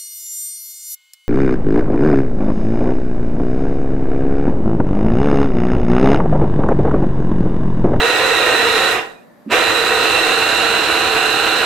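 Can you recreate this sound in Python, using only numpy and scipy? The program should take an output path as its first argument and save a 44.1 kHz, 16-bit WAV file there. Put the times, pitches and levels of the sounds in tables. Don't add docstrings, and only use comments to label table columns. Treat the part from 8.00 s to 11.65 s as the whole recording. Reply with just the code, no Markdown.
import sys
import numpy as np
from scipy import signal
from scipy.fft import rfft, irfft
from scipy.io import wavfile
from scipy.ndimage import uniform_filter1d

SR = 44100
rng = np.random.default_rng(int(sys.argv[2]) if len(sys.argv) > 2 else 0)


def inscribe(sig):
    pcm = np.round(np.clip(np.atleast_2d(sig).T, -1, 1) * 32767)
    wavfile.write(sys.argv[1], SR, pcm.astype(np.int16))


N = 160965
T = np.arange(N) / SR
TEETH, GEAR_RATIO, MAINS_PULSE_HZ = 36, 5, 100
FULL_SPEED = 37


def amp(db):
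    return 10 ** (np.asarray(db) / 20)


def unit(x):
    return x / np.sqrt(np.mean(x ** 2) + 1e-20)


def curve(points):
    return np.interp(T, *np.transpose(points))


def read(points, hz):
    f, value = np.transpose(points)
    return np.interp(np.log(hz + 1), np.log(f + 1), value)


def drift(rate_hz):
    f = np.fft.rfftfreq(N, 1 / SR)
    return unit(irfft(rfft(rng.standard_normal(N)) * (f > 1) / (1 + (f / rate_hz) ** 4), N))


def body(x, colour, rings):
    hz = np.fft.rfftfreq(8192, 1 / SR)
    db = read(colour, hz) + sum(lift / (1 + (2 * (hz - f) / width) ** 2) for f, width, lift in rings)
    log_gain = np.log(amp(np.r_[db, db[-2:0:-1]]))
    response = np.fft.ifft(np.exp(np.conj(signal.hilbert(log_gain)))).real
    return unit(signal.oaconvolve(x, response[:len(hz)])[:N])


# (time [s], speed [turns/s])
BLADE_SPEED = [(0, 37.0), (.18, 36.52), (.46, 36.9), (.56, 36.65), (.66, 37.0), (.8, 37.2), (.915, 37.0),
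               (.96, 32.5), (1.05, 21), (1.25, .5), (1.465, .5), (1.5, 14), (1.52, 28), (1.55, 32.6),
               (1.58, 35.8), (1.62, 37.1), (1.92, 37.17), (2.01, 37.57), (2.3, 37.6), (2.45, 37.96),
               (2.84, 38.11), (2.95, 37.8), (3.03, 38.12), (3.25, 38.29), (3.65, 38.6)]


def motor():
    steady = curve(BLADE_SPEED)
    speed = steady * (1 + .0006 * drift(14))
    return speed, np.cumsum(speed) / SR, uniform_filter1d(np.gradient(steady, T), size=600)


LOAD_SWELLS = [(1, .17, .27), (2, .19, .27), (3, .04, .33), (GEAR_RATIO, .22, .05)]
GEAR_COLUMN, HISS_COLUMN = 1, 2


def load(turns, column):
    return 1 + sum(row[column] * np.cos(2 * np.pi * (row[0] * turns + rng.random()))
                   for row in LOAD_SWELLS)


# (time [s], level [dB])
RATTLE_LEVEL = [(0, -17), (.3, -16.5), (.9, -16.5), (.96, -19), (1.02, -27.5), (1.1, -50), (1.2, -45),
                (1.3, -65), (1.47, -58), (1.501, -26.5), (1.513, -9.5), (1.56, -17.5), (1.59, -17.5),
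                (2.1, -17), (2.8, -17), (3.65, -18)]
# (frequency [Hz], level [dB])
HOUSING_COLOUR = [(25, -14.5), (50, -19.5), (110, -10.5), (175, -14), (250, -9.5), (330, -3), (520, -2.5),
                  (600, -4.5), (700, 0), (870, -9), (1050, -4.5), (1500, 1.5), (2200, -7), (2600, -0.5),
                  (3100, -9.5), (3600, -12.5), (4500, -21), (8000, -30), (16000, -56)]
# (frequency [Hz], width [Hz], boost [dB])
HOUSING_PEAKS = [(329.4, 34, 5.5), (449, 43, 9.5), (768.4, 63, 6.5), (959, 120, 7), (1470, 500, -1),
                 (1844, 60, 1), (2757, 80, 6.5), (3585, 180, 3.5)]


def rattle(turns, spread_db=3.5, scatter_teeth=.3):
    force, scatter = rng.standard_normal((2, N))
    teeth = np.arange(int(turns[-1] * TEETH))
    contact = teeth + scatter_teeth * scatter[teeth] + rng.random(N)[teeth]
    hit_samples = np.interp(contact, turns * TEETH, np.arange(N)).astype(int)
    strength = amp(spread_db * np.minimum(force[teeth], 2)) * rng.choice([-1, 1], N)[teeth]
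    knocks = np.bincount(hit_samples, strength, N) * load(turns, GEAR_COLUMN)
    knocks *= amp(drift(24.8))
    return body(knocks, HOUSING_COLOUR, HOUSING_PEAKS) * amp(curve(RATTLE_LEVEL))


# (time [s], level [dB])
BRUSH_LEVEL = [(0, -25.5), (.5, -24), (.92, -24), (1.0, -45), (1.1, -50), (1.3, -80), (1.47, -78),
               (1.515, -24), (1.55, -24), (1.6, -25), (2.15, -24), (2.8, -25), (3.65, -25.5)]
# (frequency [Hz], level [dB])
BRUSH_COLOUR = [(25, -58), (2500, -38.5), (3600, 3), (4200, -1), (4500, -10.5), (6300, -10), (7000, -8),
                (8400, -8.5), (8900, -16.5), (10100, -19.5), (10600, -11.5), (11500, -13.5), (12700, -21.5),
                (16000, -22)]
# (frequency [Hz], width [Hz], boost [dB])
MOTOR_PEAKS = [(3935, 286, 11.4), (4900, 150, 3.6)]


def brushes(turns, mains_depth=.36):
    pulse = load(turns, HISS_COLUMN) * (1 + mains_depth * np.cos(2 * np.pi * MAINS_PULSE_HZ * T))
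    return body(rng.standard_normal(N) * pulse, BRUSH_COLOUR, MOTOR_PEAKS) * amp(curve(BRUSH_LEVEL))


# (time [s], level [dB])
CHURN_LEVEL = [(0, -19.5), (.3, -18), (.8, -20.5), (.96, -21.5), (1.15, -59), (1.49, -78), (1.53, -19),
               (1.7, -22.5), (2.1, -23.5), (2.8, -33.5), (3.65, -31.5)]
# (frequency [Hz], level [dB])
PASTE_COLOUR = [(25, -25), (200, -23.5), (350, -8), (480, -0.5), (620, -9), (1500, -11.5), (2100, -12.5),
                (3000, -14), (16000, -86)]
# (frequency [Hz], width [Hz], boost [dB])
BOWL_PEAKS = [(496, 48, 14.5), (1892, 184, 20.8)]


def churn(turns, lumps_db=2, pitch_sway=.03034, split_hz=900):
    lumps = rng.standard_normal(N) * load(turns, GEAR_COLUMN) * amp(lumps_db * drift(44))
    bowl = body(lumps, PASTE_COLOUR, BOWL_PEAKS)
    low = signal.sosfilt(signal.butter(2, split_hz, fs=SR, output="sos"), bowl)
    high = signal.sosfilt(signal.butter(2, split_hz, "high", fs=SR, output="sos"), bowl)
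    bent_time = T + np.cumsum(pitch_sway * drift(7.27)) / SR
    return (np.interp(bent_time, T, low) + high) * amp(curve(CHURN_LEVEL))


GEAR_TONES = [7, 12, 21, 27, 33, 34, 35, 36, 37, 39, 40, 42, 48, 76]
GEAR_LEVELS = [-45.5, -32.5, -35.5, -40, -37.5, -31.5, -43, -31.5, -32.5, -30.5, -41, -32, -46.5, -29.5]
# (time [s], level [dB])
OCTAVE_LEVEL = [(0, -32), (.4, -28), (.9, -31), (1.6, -33), (1.95, -30), (2.1, -24), (2.6, -22), (2.9, -25),
                (3.25, -24.5), (3.65, -27)]


def whine(turns, speed, acceleration, flutter=.2, ring_hz=4010, ring_width_hz=230):
    ripple = np.sin(2 * np.pi * MAINS_PULSE_HZ * T)

    def tone(multiple, swing=0):
        phase = 2 * np.pi * (multiple * turns + rng.random()) + swing * ripple + flutter * drift(38)
        return np.sqrt(2) * np.cos(phase) * (1 + flutter * drift(24))
    mesh = sum(amp(db) * tone(multiple) for multiple, db in zip(GEAR_TONES, GEAR_LEVELS))
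    octave = amp(curve(OCTAVE_LEVEL)) * tone(2 * TEETH, swing=.5) * load(turns, GEAR_COLUMN)
    shrill_phase = 2 * np.pi * 3 * TEETH * turns + 1.5 * ripple + .6 * drift(25)
    shrill = np.cos(shrill_phase) * load(turns, HISS_COLUMN)
    housing_ring = signal.lfilter(*signal.iirpeak(ring_hz, ring_hz / ring_width_hz, SR), shrill)
    shrill = amp(-25.5) * unit(.21 * shrill + housing_ring)
    pressure = 1 + 2.6 * np.tanh(np.maximum(acceleration, 0) / 110) ** 2
    return (mesh + octave + shrill) * pressure * (speed / FULL_SPEED) ** 3


def hum(turns, speed, flutter=.54):
    pushes = np.sin(2 * np.pi * 2 * turns) * (1 + flutter * drift(10))
    return amp(-46) * unit(pushes * (speed / FULL_SPEED) ** 2)


# (frequency [Hz], level [dB])
BACKGROUND_COLOUR = [(18, -59), (30, -23), (75, -22), (222, 2.5), (374, -9.5), (597, -8.5), (1340, -16.5),
                     (1830, -17.5), (2840, -30), (8470, -37), (13500, -32), (15000, -48.5)]
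# (frequency [Hz], width [Hz], boost [dB])
BACKGROUND_PEAKS = [(232, 23.4, 2), (590, 65, 9), (1750, 45, 12), (4620, 150, 6)]


def background():
    shared, left, right = (body(rng.standard_normal(N), BACKGROUND_COLOUR, BACKGROUND_PEAKS)
                           for _ in range(3))
    return amp(-47) * unit(shared + 1.6 * np.array([left, right]))


def squeak(peak_s=1.18, width_s=.035, pitch_hz=2460):
    swell = np.exp(-((T - peak_s) / width_s) ** 2)
    return amp(-48) * swell * np.sin(2 * np.pi * pitch_hz * T + 1.2 * drift(50))


# (frequency [Hz], level [dB], time to fade by 60 dB [s])
BOOM_NOTES = [(223, -4.5, .3), (272, -1.5, 0.12), (343, -9, 0.1)]


def thump(start_s=1.462, rise_s=.008):
    t = np.maximum(T - start_s, 0)
    ring = sum(amp(db - 60 * t / fade_s) * np.sin(2 * np.pi * hz * t) for hz, db, fade_s in BOOM_NOTES)
    return amp(-15) * np.minimum(t / rise_s, 1) * ring


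# (frequency [Hz], time to fade by 60 dB [s])
ECHO_FADE = [(100, 0.25), (250, 0.66), (1000, 0.49), (4000, 0.21), (14000, 0.28)]
# (frequency [Hz], level [dB])
ECHO_LEVEL = [(60, -1.5), (300, -8), (800, -1), (2500, -2), (5000, 4.5), (14000, 5.5)]


def echo(x):
    reflections = rng.standard_normal((2, SR // 2)) * (T[:SR // 2] > .003)
    hz, t, bands = signal.stft(reflections, SR, nperseg=256)
    fade_s = read(ECHO_FADE, hz)[:, None]
    bands *= amp(read(ECHO_LEVEL, hz)[:, None] - 60 * t / fade_s)
    bands *= np.sqrt(2 * np.log(1000) / (fade_s * SR))
    response = signal.istft(bands, SR, nperseg=256)[1]
    return signal.fftconvolve(x[None], response, axes=1)[:, :N]


def kitchen(x, echoes=7, crossfade_hz=2.6):
    shares = np.array([drift(crossfade_hz) for _ in range(echoes)])
    return sum(echo(x * share) for share in shares / np.linalg.norm(shares, axis=0))


# (frequency [Hz], left minus right [dB])
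BALANCE = [(60, -6.5), (330, -3.5), (480, -1), (780, -4.5), (1400, -4.5), (1880, -2), (2200, -3),
           (2750, -6), (3300, -1.5), (4000, -10), (4500, -5.5), (6500, -8.5), (8300, -5.5), (9500, -1),
           (11000, -2.5), (14000, -0.5)]


def place_right(stereo):
    sides = amp(np.outer([.5, -.5], read(BALANCE, np.fft.rfftfreq(N, 1 / SR))))
    return irfft(rfft(stereo) * sides / np.sqrt((sides ** 2).mean(0)), N)


def scene():
    speed, turns, acceleration = motor()
    noise = rattle(turns) + brushes(turns) + churn(turns)
    tones = whine(turns, speed, acceleration) + hum(turns, speed) + squeak() + thump()
    in_room = noise + tones + kitchen(noise + amp(-14) * tones)
    return amp(-2) * place_right(in_room) + background()


def record(dry, ceiling=.95, top_hz=15700):
    rounded = dry / (1 + (dry / ceiling) ** 6) ** (1 / 6)
    treble_cut = signal.firwin(511, top_hz, window=("kaiser", 9), fs=SR)
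    return signal.oaconvolve(rounded, treble_cut[None], "same", axes=1)


dry = scene()
out = record(dry)
inscribe(out)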